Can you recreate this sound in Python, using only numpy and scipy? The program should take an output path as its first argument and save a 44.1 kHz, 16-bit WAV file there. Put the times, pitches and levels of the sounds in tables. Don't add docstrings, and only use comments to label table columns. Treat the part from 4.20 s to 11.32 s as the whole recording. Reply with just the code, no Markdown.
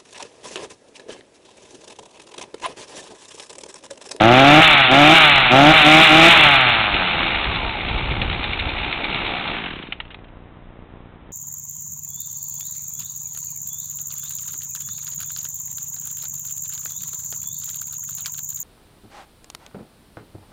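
import sys
import numpy as np
from scipy import signal
from scipy.fft import rfft, irfft, next_fast_len
from scipy.io import wavfile
from scipy.ndimage import map_coordinates

SR = 44100
rng = np.random.default_rng(int(sys.argv[2]) if len(sys.argv) > 2 else 0)


def master_out(mix):
    frames = np.transpose(np.atleast_2d(mix))
    ceiling = np.clip(frames, -1, 1)
    pcm = np.round(ceiling * 32767).astype(np.int16)
    wavfile.write(sys.argv[1], SR, pcm)


def magnitude_from_level(level_db):
    exponent = np.asarray(level_db, float) / 20
    return 10 ** exponent


N = 313992
T = np.arange(N) / SR

# time in seconds, speed in Hz (turns per second).
IDLE = [
    (3, 58),
    (4.7, 58.5),
    (4.95, 65.3),
]
# opening in seconds, shutting in seconds, strength in dB, top speed in Hz.
BLIPS = [
    (-.06, 0.402, -5.5, 160.7),
    (0.672, 0.936, -8, 165.3),
    (1.288, 1.52, -5.5, 161.4),
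    (1.618, 1.813, -9, 161.8),
    (1.873, 2.082, -9, 170),
]
# time in seconds, peak level in dB, thump relative to the peak in dB.
POPS = [(1.1722, -14, -14), (2.2256, -19, -12), (2.3594, -39, 16), (2.4598, -24, 5), (2.5494, -14, -6),
        (2.7413, -13.5, -1), (2.8463, -27.5, -20), (3.029, -19, -2), (3.1482, -17.5, -10), (3.3484, -21, 2),
        (3.493, -22, -28), (3.6068, -21, -25), (3.6855, -18.5, -2), (3.7829, -24, 5), (3.8496, -28, 10.5),
        (3.908, -19.5, 11), (4.016, -16.5, 4), (4.128, -18, 3), (4.2401, -19, 0), (4.332, -20, -31),
        (4.3964, -19, -38), (4.4908, -21, -26), (4.5784, -21, -18), (4.645, -23.5, -7),
        (4.7265, -16.5, -13), (4.8417, -15, -7), (4.945, -23, 1), (5.0634, -25, -5), (5.1697, -30, 5),
        (5.2761, -20, -22)]
# frequency in Hz, level in dB.
CASING = [(900, -50), (1500, -26), (1850, -14), (2300, -5.5), (2600, -8.5), (2850, -8.5), (3200, -13.5),
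          (3600, -9.5), (3850, -17), (4500, -19.5), (6000, -24.5)]
# frequency in Hz, level in dB.
SNAP = [(500, -35), (1500, -5.5), (2200, -3.5), (3000, -7.5), (3700, 3.5), (4300, -5), (6000, -21)]
# frequency in Hz, level in dB.
LATCH = [(300, -40), (700, -5), (1200, -3), (2000, -1), (3000, 0), (3600, -5), (4200, -14), (6000, -20)]
OFF_S, BRAKE_HZ_PER_S = 5.322, 132.9
STOP_S = OFF_S + IDLE[-1][1] / BRAKE_HZ_PER_S


def unit(x):
    return x / np.sqrt(np.mean(x ** 2) + 1e-20)


def curves(rows):
    s, *cols = np.transpose(rows)
    return [np.interp(T, s, c) for c in cols]


def law(points, x):
    return np.interp(x, *np.transpose(points))


def wobble(rate):
    return map_coordinates(rng.standard_normal(int(N * rate / SR) + 4), [T * rate])


def coloured(x, points):
    m = 2 * next_fast_len(N // 2 + 4096)
    hz, db = np.transpose(points)
    gain = magnitude_from_level(np.interp(np.log(np.fft.rfftfreq(m, 1 / SR) + 1), np.log(hz + 1), db))
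    cep = irfft(np.log(gain), m)
    cep[1:m // 2] *= 2
    cep[m // 2 + 1:] = 0
    return irfft(rfft(x, m) * np.exp(rfft(cep)), m)[..., :N]


def impulses(s, size):
    at = np.clip(np.asarray(s) * SR, 0, N - 2)
    i = at.astype(int)
    return np.bincount(i, size * (1 - at + i), N) + np.bincount(i + 1, size * (at - i), N)


def swell(s, db, attack, t60):
    t = T[:SR // 4]
    shape = (1 - np.exp(-t / attack)) * magnitude_from_level(-60 * t / t60)
    return signal.fftconvolve(impulses(s, magnitude_from_level(db)), shape)[:N]


def noise(points):
    return unit(coloured(rng.standard_normal(N), points))


def crank():
    lag_s, climb_power = .025, .78
    coast_s, coast_hz = .86, 31
    catch = 10
    idle, = curves(IDLE)
    speed = np.full(N, 94.0)
    for a, b, _, top in BLIPS:
        low = np.interp(a + lag_s, T, speed)
        climb = low + (top - low) * np.clip((T - a - lag_s) / (b - a), 0, 1) ** climb_power
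        coast = coast_hz + (top - coast_hz) * np.exp(-np.maximum(T - b - lag_s, 0) / coast_s)
        coast = (coast ** catch + idle ** catch) ** (1 / catch)
        speed = np.where(T < a + lag_s, speed, np.where(T < b + lag_s, climb, coast))
    return np.where(T < OFF_S, speed, np.maximum(IDLE[-1][1] - BRAKE_HZ_PER_S * (T - OFF_S), .01))


def exhaust(s, chance, steady, speed):
    # frequency in Hz, level in dB.
    open_tone = [(60, -40), (100, -9), (150, -6), (240, -3), (310, 0), (365, -2), (410, -12), (470, -13),
                 (540, -5), (600, -1), (800, 0), (880, -4), (960, -14), (1270, -5), (4000, -32)]
    # frequency in Hz, level in dB.
    shut_tone = [(60, -30), (120, -8), (160, -9), (290, -12), (430, -24), (540, -17), (620, -5), (720, -4),
                 (820, 0), (890, -4), (1000, -13), (1280, -3), (1550, -5), (1800, -11), (4500, -28)]
    # speed in Hz, level in dB.
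    port_law = [(52, -60), (58, -37), (67, -32), (80, -24.5), (105, -20), (165, -12)]
    throttle = np.zeros(N)
    for a, b, db, _ in BLIPS:
        opening = np.clip((T - a) / .055, 0, 1)
        closing = np.clip((b - T) / .012 + 1, 0, 1)
        throttle += magnitude_from_level(db) * opening * closing
    throttle = throttle * (speed / 150) ** 0.59
    fired = unit(coloured(impulses(s, magnitude_from_level(1.7 * chance[:, 1])), open_tone))
    pumped = unit(coloured(impulses(s + .003, magnitude_from_level(2.6 * chance[:, 2])), shut_tone))
    roar = magnitude_from_level(-11.5) * noise(open_tone)
    shut = 1 - .6 * throttle / throttle.max()
    return throttle * (fired + roar) + magnitude_from_level(law(port_law, steady)) * shut * pumped


def din_level(steady):
    # speed in Hz, level in dB.
    din_law = [(58, -26), (63, -25.5), (70, -20.5), (100, -16.5), (120, -12.5), (168, -3)]
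    # speed in Hz, level in dB.
    dead_law = [(0, -51), (20, -43), (50, -34), (65, -29)]
    powered = law(din_law, np.interp(T - 0.011, T, steady))
    db = np.where(T < OFF_S, powered, law(dead_law, steady))
    return db - 90 * np.maximum(T - STOP_S, 0)


def din(turns, chance, speed, din_db):
    # frequency in Hz, level in dB.
    case_tone = [(40, -40), (120, -7), (300, -3), (400, -5), (500, -7), (640, -6), (820, -1), (920, -4),
                 (1050, -10), (2500, -60)]
    # frequency in Hz, level in dB.
    fin_tone = [(400, -50), (800, -12), (1000, -3), (1350, 0), (1600, -3), (1800, -9), (2500, -50)]
    turn = np.minimum(turns.astype(int), len(chance) - 1)
    size = magnitude_from_level(0.47 * chance[turn, 2])
    depth = np.interp(speed, [62, 110], [.32, .22])
    throb = size * (1 + depth * np.cos(2 * np.pi * turns)) * magnitude_from_level(din_db)
    case_db = np.interp(speed, [45, 62, 120], [-8, -3.5, -17])
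    casing = magnitude_from_level(0.96 * wobble(25)) * noise(CASING)
    case = magnitude_from_level(case_db + 1.5 * wobble(24)) * noise(case_tone)
    fins = magnitude_from_level(np.interp(speed, [70, 130], [-8, -10.5])) * noise(fin_tone)
    return throb * (casing + case + fins)


def piston_slap(s, chance, steady, din_db):
    slow = np.clip((90 - steady) / 20, 0, 1) * (T < OFF_S)
    knocks = swell(s, -4.5 + 7.5 * chance[:, 1], attack=.0004, t60=0.024)
    return slow * magnitude_from_level(din_db) * knocks * noise(SNAP)


def engine():
    steady = crank()
    kick = swell(np.transpose(POPS)[0], 15, attack=.004, t60=.4)
    speed = steady + (58 / np.maximum(steady, 58)) ** 3 * kick
    turns = np.cumsum(speed * (1 + .006 * wobble(14))) / SR
    whole = np.arange(1, int(turns[-1]))
    chance = rng.standard_normal((2000, 3))[:len(whole)]
    s = np.interp(whole + .008 * chance[:, 0], turns, T)
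    din_db = din_level(steady)
    sound = exhaust(s, chance, steady, speed) + din(turns, chance, speed, din_db)
    return sound + piston_slap(s, chance, steady, din_db)


def wind():
    # time in seconds, level in dB.
    strength = [(0, -35), (1.8, -34), (2, -36.5), (2.3, -30), (3.1, -33.5), (3.3, -25.5), (3.55, -31.5),
                (3.7, -25), (3.95, -18.5), (4.2, -26), (4.55, -27), (4.8, -34.5), (4.95, -34.5), (5.4, -48),
                (5.8, -47), (6, -60)]
    # frequency in Hz, level in dB.
    gust = [(10, -21.5), (30, 3.5), (80, -0.5), (160, -9.5), (350, -21.5), (900, -55), (3000, -110)]
    buffet_db, = curves(strength)
    lumps = magnitude_from_level(3 * wobble(30))
    return magnitude_from_level(buffet_db) * (T < strength[-1][0]) * unit(lumps * noise(gust))


def buzz():
    frame_hz, first_s = 29.95, .0271
    s = first_s + np.arange(int(N / SR * frame_hz)) / frame_hz
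    size = magnitude_from_level(3.2 * rng.standard_normal((len(s), 2)))
    train = impulses(s, size[:, 0]) - impulses(s + .57 / frame_hz, 1.1 * size[:, 1])
    t = T[:SR // 20]
    spike = t / 0.00029 * np.exp(1 - t / 0.00057) - 0.076 * np.exp(-t / .012)
    return magnitude_from_level(-36.5) * signal.fftconvolve(train, spike)[:N]


def pops():
    # frequency in Hz, level in dB.
    thump_tone = [(40, -44.5), (100, 7.5), (200, -5), (350, -6.5), (500, -5), (800, -13), (1300, -20),
                  (2000, -14), (4000, -66.5)]
    s, db, thump_db = np.transpose(POPS)
    bright_db = db - 16 * (s < 2.65)
    crack = swell(s, bright_db + 1.5, attack=.0003, t60=0.076) * noise(CASING)
    snap = swell(s, bright_db + 1.0, attack=.0002, t60=.022) * noise(SNAP)
    thump = swell(s, db + thump_db, attack=0.011, t60=0.081) * noise(thump_tone)
    return crack + snap + thump


def drum():
    # time in seconds, frequency in Hz, level in dB.
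    whine = [
        (3.2, 1290, -50),
        (3.3, 1160, -31.5),
        (3.45, 960, -30.5),
        (3.63, 760, -33.5),
        (3.72, 670, -55),
    ]
    hz, db = curves(whine)
    turning = (T > whine[0][0]) & (T < whine[-1][0])
    phase = 2 * np.pi * np.cumsum(hz * (1 + 0.006 * wobble(60))) / SR
    return magnitude_from_level(db) * turning * np.sin(phase)


def rundown():
    # frequency in Hz, level in dB.
    puff_tone = [(60, -30), (150, -1), (280, 0), (400, -6), (700, -24), (1500, -40), (4000, -60)]
    strokes = 16
    stroke, hz = np.arange(strokes), IDLE[-1][1]

    def when(turns):
        return OFF_S + (hz - np.sqrt(hz ** 2 - 2 * BRAKE_HZ_PER_S * turns)) / BRAKE_HZ_PER_S

    scrape_db = -19.5 - .35 * stroke + 1.5 * rng.standard_normal(strokes)
    scrape_db[-1] += -9
    scrape_s = when(stroke - .35)[1:]
    scrape = swell(scrape_s, scrape_db[1:], attack=.0015, t60=.07) * noise(LATCH)
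    puff_db = np.minimum(-25 + .5 * stroke, -22.5)
    puff = 85 * coloured(impulses(when(stroke) - .001, magnitude_from_level(puff_db)), puff_tone)
    return scrape - puff


def clicks():
    # time in seconds, peak level in dB, pitch in Hz, 60 dB decay time in seconds.
    contacts = [
        (5.7226, -12, 2940, 0.034),
        (5.8013, -14, 1924, 0.033),
        (5.8503, -35, 2700, 0.048),
        (5.8778, -40, 2780, 0.04),
        (5.904, -30, 2840, 0.1),
        (5.9439, -19.5, 2090, 0.023),
        (5.9878, -42, 2070, 0.04),
        (6.0426, -35.5, 2830, 0.033),
        (6.0821, -40, 2670, 0.04),
        (6.1704, -56, 1920, 0.026),
    ]
    crack, ring, t = np.zeros(N + SR), np.zeros(N + SR), T[:SR // 8]
    for s, db, hz, t60 in contacts:
        fall = magnitude_from_level(db - 60 * t / abs(t60)) * (1 - np.exp(-t / .0006))
        crack[round(s * SR):][:len(t)] += fall
        ring[round(s * SR):][:len(t)] += fall * np.sin(2 * np.pi * hz * t)
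    return 0.81 * crack[:N] * noise(LATCH) + 0.33 * ring[:N]


def scene():
    saw = engine() + pops() + rundown() + clicks() + drum()
    t = T[:SR // 8]
    answer = np.clip(t / 0.006, 0, 1) * magnitude_from_level(-60 * t / 0.13) * rng.standard_normal(len(t))
    answer = magnitude_from_level(-17) * signal.fftconvolve(saw, answer / np.linalg.norm(answer))[:N]
    return (saw + answer + wind())[None]


def low_pass(x):
    return signal.sosfilt(signal.butter(12, 15930, fs=SR, output="sos"), x)


def record(dry):
    # frequency in Hz, level in dB.
    hiss = [(15, -30.5), (25, 2.5), (123, -11.5), (420, -16), (994, -18), (1460, -23), (2020, -25.5),
            (3700, -33), (4300, -49.5), (5590, -69), (9460, -120)]
    # frequency in Hz, level in dB.
    mic = [(20, -2.5), (3900, -3.5), (4150, -7.5), (4450, -24.5), (4700, -63), (5200, -100)]
    x = dry / (1 + np.abs(dry / 1.25) ** 4) ** (1 / 4)
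    x = coloured(x + magnitude_from_level(-43) * noise(hiss) + buzz(), mic)
    x = x / (1 + np.abs(x / .73) ** 22) ** (1 / 22)
    x = irfft(rfft(x) * (np.fft.rfftfreq(N, 1 / SR) < 15935), N)
    return low_pass(x)


dry = scene()
out = record(dry)
master_out(out)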